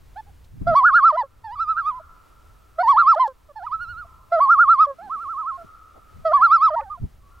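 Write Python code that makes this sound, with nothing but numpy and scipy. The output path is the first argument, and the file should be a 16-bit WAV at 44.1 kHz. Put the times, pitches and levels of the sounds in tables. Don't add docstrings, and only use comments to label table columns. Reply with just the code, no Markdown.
import sys
import numpy as np
from scipy import signal
from scipy.fft import rfft, irfft
from scipy.io import wavfile
from scipy.ndimage import uniform_filter1d

SR = 44100
rng = np.random.default_rng(int(sys.argv[2]) if len(sys.argv) > 2 else 0)


def unload_audio(sound):
    columns = np.transpose(np.atleast_2d(sound))
    steps = np.round(np.clip(columns, -1, 1) * 32767)
    wavfile.write(sys.argv[1], SR, steps.astype(np.int16))


N = 326340

# t/s, level/dB
RUMBLE_LEVEL = [(0, -49), (1.3, -52), (1.55, -48), (2, -52), (2.7, -53), (3.5, -55.5), (3.9, -42.5),
                (4.3, -54.5), (4.8, -49), (5.6, -52.5), (6.2, -54), (6.9, -47.5), (7.4, -49)]
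# f/Hz, density/dB per Hz
RUMBLE_COLOUR = [(20, 0.5), (40, 3), (90, -0.5), (130, -11), (200, -20), (320, -33), (600, -48.5)]
# t/s, level/dB
RIPPLE_LEVEL = [(0, -63), (.6, -64.5), (1.4, -59.5), (2.2, -62), (2.7, -63.5), (4.2, -64), (4.9, -54.5),
                (5.3, -53.5), (5.9, -58), (6.3, -59.5), (7.4, -63)]
# f/Hz, density/dB per Hz
RIPPLE_COLOUR = [(100, -9), (250, 0), (500, -0.5), (1200, -4.5), (2500, -10), (4500, -15), (7000, -18),
                 (15000, -21.5)]
# centre f/Hz, level/dB
WHINE = [(13487, -85), (13906, -86.5), (15734, -90.5)]
# start t/s, end t/s,
# mid closing note f/Hz, level between pulses/dB, closing level/dB, fade-out/s, left minus right/dB
CALLS = [ (0.161, 0.224, 797, -41.5, -59, 0.041, -3), (0.671, 1.265, 549, -19, -23, 0.033, -1.8),
         (1.443, 2.021, 641, -31.5, -40, 0.011, -3.4), (2.787, 3.326, 526, -20, -26, 0.051, -2),
         (3.56, 4.07, 677, -39.5, -48, 0.013, -4.5), (4.322, 4.943, 553.4, -20, -22.5, 0.032, -2),
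         (4.987, 5.658, 669, -26.5, -38.5, 0.036, -4), (6.253, 6.842, 551, -22.5, -33, .015, -2.2),
         (6.82, 7.003, 693, -40.5, -45.5, 0.017, -4.7), ]
# crest t/s, swoop from f/Hz, swoop to f/Hz, crest level/dB, overtone lift/dB
PULSES = [ (0.193, 639.4, 880, -34.5, 15), (0.69, 560, 695.6, -16.5, 4), (0.777, 630, 1146, -10.5, 10.5),
          (0.871, 986, 1457, -6.5, 1.5), (.967, 1065, 1433, -6.5, 8.5), (1.069, 1069, 1361, 0.5, 3),
          (1.188, 605, 1010, -12.5, 10), (1.449, 900, 904, -30, 14.5), (1.542, 817, 992, -29.5, 17),
          (1.618, 1124, 1349, -16.5, 15), (1.711, 1197, 1322, -14.5, 10.5), (1.792, 1177, 1382, -18, 7.5),
          (1.888, 1097, 1260, -17, 12), (1.972, 988, 1031, -33, -0.5), (2.82, 600, 738.7, -17.5, 10.5),
          (2.904, 885, 1143, -10, 7.5), (3.0, 850, 1393, -9, 4.5), (3.103, 1043, 1356, -3.5, 6.5),
          (3.211, 608, 1043, -10, 8), (3.573, 800, 877, -33, 10), (3.659, 690, 980, -21, 12.5),
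          (3.744, 960, 1322, -22, 7.5), (3.826, 1291, 1443, -30, 19), (3.908, 1310, 1446, -35, 20),
          (3.997, 1288, 1442, -35.5, 12), (4.34, 590, 689.4, -16, 8.5), (4.427, 628, 1149, -12, 0.5),
          (4.525, 1050, 1398, -7, -1.5), (4.618, 1084, 1425, -3, -1), (4.718, 1067, 1371, 2, 4.5),
          (4.823, 1040, 1292, 3, 8), (5.044, 670, 860, -33.5, 9), (5.138, 748, 1339, -19.5, -4),
          (5.225, 1117, 1379, -26.5, 8.5), (5.311, 1076, 1353, -23, -8.5), (5.401, 1067, 1306, -21, -9.5),
          (5.492, 1031, 1350, -20.5, -3.5), (5.566, 1064, 1081, -30, -2), (6.26, 600, 654.4, -16.5, 8),
          (6.354, 606, 1155, -10, 3), (6.446, 989, 1393, -7, 6.5), (6.545, 1089, 1367, -2, 12.5),
          (6.647, 1060, 1320, -5.5, 11), (6.773, 602, 948, -16.5, 2), (6.828, 850, 916, -39, -17),
          (6.923, 765, 1233, -27.5, 3), ]
BREAKS = [.212, .748, 1.123, 1.17, 1.231, 1.553, 1.995, 2.828, 3.158, 3.194, 3.276, 3.664, 4.045, 4.4,
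          4.866, 5.094, 5.574, 6.33, 6.702, 6.758, 6.81, 6.898, 6.973]
# start t/s, end t/s, start f/Hz, middle f/Hz, end f/Hz, level/dB
EXTRA_TONES = [(.812, .834, 800, 760, 780, -35), (.864, .908, 1680, 1660, 1420, -20),
               (.966, 1.0, 1700, 1640, 1480, -19), (1.765, 1.8, 1330, 1550, 1570, -26),
               (2.984, 3.034, 1130, 1200, 1090, -17), (4.452, 4.48, 1000, 880, 820, -32),
               (4.61, 4.634, 1720, 1730, 1660, -36), (5.385, 5.42, 1000, 970, 920, -39),
               (6.37, 6.405, 1660, 1730, 1650, -41), (6.385, 6.5, 730, 830, 950, -40),
               (6.51, 6.585, 1080, 1270, 1040, -25), (6.77, 6.812, 1060, 1130, 1260, -30),
               (.265, .305, 740, 830, 710, -56), (3.49, 3.52, 630, 580, 570, -46)]
# f/Hz, level/dB re the fundamental
THROAT = [(1100, -3), (1400, -7), (1700, -21), (2000, -36), (2300, -41), (2650, -51), (3200, -41),
          (3700, -52), (4400, -43), (5300, -55), (6700, -74), (10000, -72), (13000, -74), (15500, -87)]
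# f/Hz, phase by which the left port leads/rad
PORT_PHASE = [(0, 0), (780, -0.13), (1400, -0.31), (5680, 0), (15400, 0)]
# t/s, f/Hz, swell length (one sigma)/s, level/dB
BUMPS = [(0.566, 110, 0.034, -44.5), (0.622, 158, 0.0079, -27), (0.647, 101.3, 0.037, -37.5),
         (0.698, 139, 0.025, -30), (7.038, 98.6, 0.018, -23), (7.042, 230, 0.011, -37.5),
         (5.058, 270, 0.032, -48.5), (5.163, 290, 0.012, -52.5), (5.646, 245, 0.0058, -45),
         (5.971, 621, .015, -50), (6.194, 89.9, 0.041, -44.5)]
# t/s, level/dB
TICKS = [(0.447, -58.5), (3.149, -46), (3.278, -47.5)]
# f/Hz, density/dB per Hz
TICK_COLOUR = [(1500, -34), (3500, -0.5), (6000, -9), (9000, -17), (15000, -23)]

TIME = np.arange(N) / SR
SPECTRUM_HZ = np.arange(N // 2 + 1) * SR / N
SIDES = np.array([[1], [-1]])
TOP_HZ = 15800

RISE_S = .05
LOW_REGISTER = 0.75
BREAK_S = 0.0062
ARCH_POWER = 1.15
SWELL_POWER = 1.52
SWELL_LEAD_S = 0.0041
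SLACK_OVERTONES_DB = -6.5
LOW_SAG_DB_PER_S = 2.5
FALL_SHARE = .8
CLOSING_SINK_PER_S = 1.4
CLOSING_OVERTONES_DB, FADE_DB = -13, 23.5


def undb(db):
    return 10 ** (np.asarray(db) / 20)


def curve(rows):
    return np.interp(TIME, *np.transpose(rows))


def colour(hz, points):
    f, db = np.transpose(points)
    return undb(np.interp(np.log(hz + 1e-9), np.log(f), db))


def noise(points):
    top_fade = 1 + (SPECTRUM_HZ / points[-1][0] / 2) ** 4
    spectrum = rfft(rng.standard_normal(N)) * colour(SPECTRUM_HZ, points) / top_fade
    y = irfft(spectrum, N)
    return y / y.std()


def wide(points, side_db, side_tilt_db=0):
    opposed = noise([(hz, db + side_tilt_db * np.log2(hz)) for hz, db in points])
    return noise(points) + undb(side_db) * opposed * SIDES


def walk(rate):
    k = max(int(SR / rate), 1)
    steps = np.repeat(rng.standard_normal(N // k + 1), k)
    y = uniform_filter1d(steps, k)[:N]
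    return y / y.std()


def lake(hiss_db=-71):
    rumble_db = curve(RUMBLE_LEVEL) + 1.6 * walk(8.2)
    rumble = wide(RUMBLE_COLOUR, side_db=-12.5, side_tilt_db=4.5) * undb(rumble_db)
    ripple_db = curve(RIPPLE_LEVEL) + walk(12)
    ripple = wide(RIPPLE_COLOUR, side_db=-1, side_tilt_db=-4) * undb(ripple_db)
    hiss = undb(hiss_db) * wide([(1000, 0), (6000, -1), (15000, -3)], side_db=-17)
    whine = np.zeros(N)
    for hz, db in WHINE:
        phase = 2 * np.pi * np.cumsum(hz + 8 * walk(60)) / SR
        whine += np.sqrt(2) * undb(db) * np.sin(phase)
    return rumble + ripple + hiss + whine


def span(start, end, fade):
    inside = np.minimum(TIME - start, end - TIME) / fade
    i = np.flatnonzero(inside > -12)
    return i, (1 + inside[i] / np.hypot(inside[i], 1)) / 2


def tremolo(t, call, breaks):
    start, _, _, slack_db, *_ = call
    pulses = [p for p in PULSES if start < p[0] < breaks[-1]]
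    crest, from_hz, to_hz, crest_db, over_db = np.transpose(pulses)
    rise = np.minimum(RISE_S, np.diff(crest, prepend=-1) / 2)
    turns = np.c_[crest - rise, crest].ravel()

    low = np.searchsorted(breaks, turns) % 2 == 0
    tension = np.c_[from_hz, to_hz].ravel() / np.where(low, LOW_REGISTER, 1)
    turns = np.r_[turns, max(breaks[-1], crest[-1] + RISE_S)]
    tension = np.r_[tension, FALL_SHARE * tension[-1]]
    steps = np.arange(len(turns))

    stage = np.interp(t, turns, steps)
    slack = np.cos(np.pi / 2 * stage) ** 2
    arch = slack ** ARCH_POWER
    travelled = np.where(stage % 2 < 1, 1 - arch, arch)
    hz = np.interp(np.floor(stage) + travelled, steps, tension)

    push = np.interp(t + SWELL_LEAD_S, turns, steps)
    pulse_db = crest_db[np.minimum(push // 2, len(crest_db) - 1).astype(int)]
    push_slack = (np.cos(np.pi / 2 * push) ** 2) ** SWELL_POWER
    level_db = pulse_db + (slack_db - pulse_db) * push_slack
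    low_db = np.minimum(level_db, crest_db[0] - LOW_SAG_DB_PER_S * (t - start))
    bright_db = np.interp(t, crest, over_db) + SLACK_OVERTONES_DB * slack
    return (hz * LOW_REGISTER, low_db, bright_db), (hz, level_db, bright_db)


def closing(t, call, breaks):
    _, end, hz, _, db, fade_out_s, _ = call
    sink = CLOSING_SINK_PER_S * (t - (breaks[-1] + end) / 2)
    faded = np.clip(1 - (end - t) / fade_out_s, 0, 1)
    return hz * (1 - sink), db - FADE_DB * faded, np.full(len(t), CLOSING_OVERTONES_DB)


def vibration(jitter=.002, shimmer_db=.2, fade_s=.0028):
    swing = np.zeros(N, complex)
    control, weight = np.zeros((2, N)), np.full(N, 1e-9)
    waver, flutter_db = 1 + jitter * walk(760), shimmer_db * walk(250)

    for call in CALLS:
        breaks = np.array([s for s in BREAKS if call[0] < s < call[1]])
        starts = np.r_[call[0], breaks + BREAK_S / 2]
        ends = np.r_[breaks - BREAK_S / 2, call[1]]
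        for k, (start, end) in enumerate(zip(starts, ends)):
            i, gate = span(start, end, fade_s)
            t = np.clip(TIME[i], start, end)
            if k < len(breaks):
                hz, level_db, bright_db = tremolo(t, call, breaks)[k % 2]
            else:
                hz, level_db, bright_db = closing(t, call, breaks)
            turning = np.exp(2j * np.pi * np.cumsum(hz * waver[i]) / SR)
            swing[i] += gate * undb(level_db + flutter_db[i]) * turning
            control[:, i] += gate * np.array([hz, bright_db])
            weight[i] += gate

    for start, end, *bend_hz, db in EXTRA_TONES:
        i, gate = span(start, end, fade_s)
        share = np.clip((TIME[i] - start) / (end - start), 0, 1)
        hz = np.polyval(np.polyfit([0, .5, 1], bend_hz, 2), share)
        size = gate * undb(db)
        swing[i] += size * np.exp(2j * np.pi * np.cumsum(hz * waver[i]) / SR)
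        control[0, i] += size * hz
        weight[i] += size
    return swing, *(control / weight)


def loons(count=20, rasp_db=-56):
    swing, pitch, bright_db = vibration()
    i = np.flatnonzero(np.abs(swing) > 1e-6)
    size, hz = np.abs(swing[i]), pitch[i]
    turn = swing[i] / size
    voice, partial = swing.imag.copy(), turn
    for k in range(2, count + 1):
        partial = partial * turn
        above = np.clip((k * hz - 1500) / 400, 0, 1)
        uneven_db = np.minimum(k * hz / 1000, 5.5) * walk(45)[i]
        gain = colour(k * hz, THROAT) * undb(above * (bright_db[i] + uneven_db))
        voice[i] += size * partial.imag * gain * (k * hz < TOP_HZ)
    breath = noise([(300, -19.0), (1200, -8), (2300, -13.5), (4500, -5.5), (6500, -26.5), (14000, -18.5)])
    rasp = undb(rasp_db) * np.abs(swing) * breath
    return np.sqrt(2) * voice + rasp


def shore(calls, echo_db=-42, trip_s=.85, t60_s=2.0, build_s=0.031, near_db=-7, side_db=-8, dull_hz=1700):
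    t = TIME[:4 * SR]
    late = np.maximum(t - trip_s, 0)
    forest = undb(-60 * late / t60_s) * (1 - np.exp(-late / build_s))
    bank = undb(near_db - 60 * t / t60_s)
    tail = forest + bank
    mid, side = rng.standard_normal((2, len(t))) * tail / np.sqrt(np.sum(tail ** 2))
    band = signal.butter(2, [800, dull_hz], "bandpass", fs=SR, output="sos")
    dulled = signal.sosfilt(band, calls)
    ports = [signal.fftconvolve(dulled, mid + sign * undb(side_db) * side)[:N] for sign in (1, -1)]
    return undb(echo_db) * np.array(ports)


def knocks(side_db=-2):
    out = np.zeros((2, N))
    for s, hz, length, db in BUMPS:
        swell = np.exp(-.5 * ((TIME - s) / length) ** 2)
        spectrum = [(hz / 4, -6), (hz, 0), (hz * 2, -13), (hz * 5, -45)]
        body = wide(spectrum, side_db, side_tilt_db=3.0) * swell
        level = np.sqrt(np.sum(swell ** 2) / np.sum(body.mean(axis=0) ** 2))
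        out += undb(db) * body * level
    crack = noise(TICK_COLOUR)
    for s, db in TICKS:
        out += undb(db) * crack * np.exp(-np.abs(TIME - s) / 0.0039)
    return out


def scene():
    calls = loons()
    lead = np.interp(SPECTRUM_HZ, *np.transpose(PORT_PHASE))
    pan_db = curve([(s, db) for start, end, *_, db in CALLS for s in (start, end)])
    ports = irfft(rfft(calls) * np.exp(1j * SIDES * lead / 2), N)
    direct = ports * undb(SIDES * pan_db / 2)
    return lake() + direct + shore(calls) + knocks()


def record(dry, release_db_per_s=8):
    power = uniform_filter1d(np.abs(signal.hilbert(dry.mean(axis=0))) ** 2 / 2, size=90)
    over_db = np.maximum(10 * np.log10(np.abs(power) + 1e-12) + 9.7, 0)
    release_db = release_db_per_s * TIME
    held_db = np.maximum.accumulate(over_db + release_db) - release_db
    wet = dry * undb(-.4 * over_db - .6 * held_db)
    top_cut = signal.ellip(10, .1, 80, TOP_HZ, fs=SR, output="sos")
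    return signal.sosfilt(top_cut, wet)


dry = scene()
out = record(dry)
unload_audio(out)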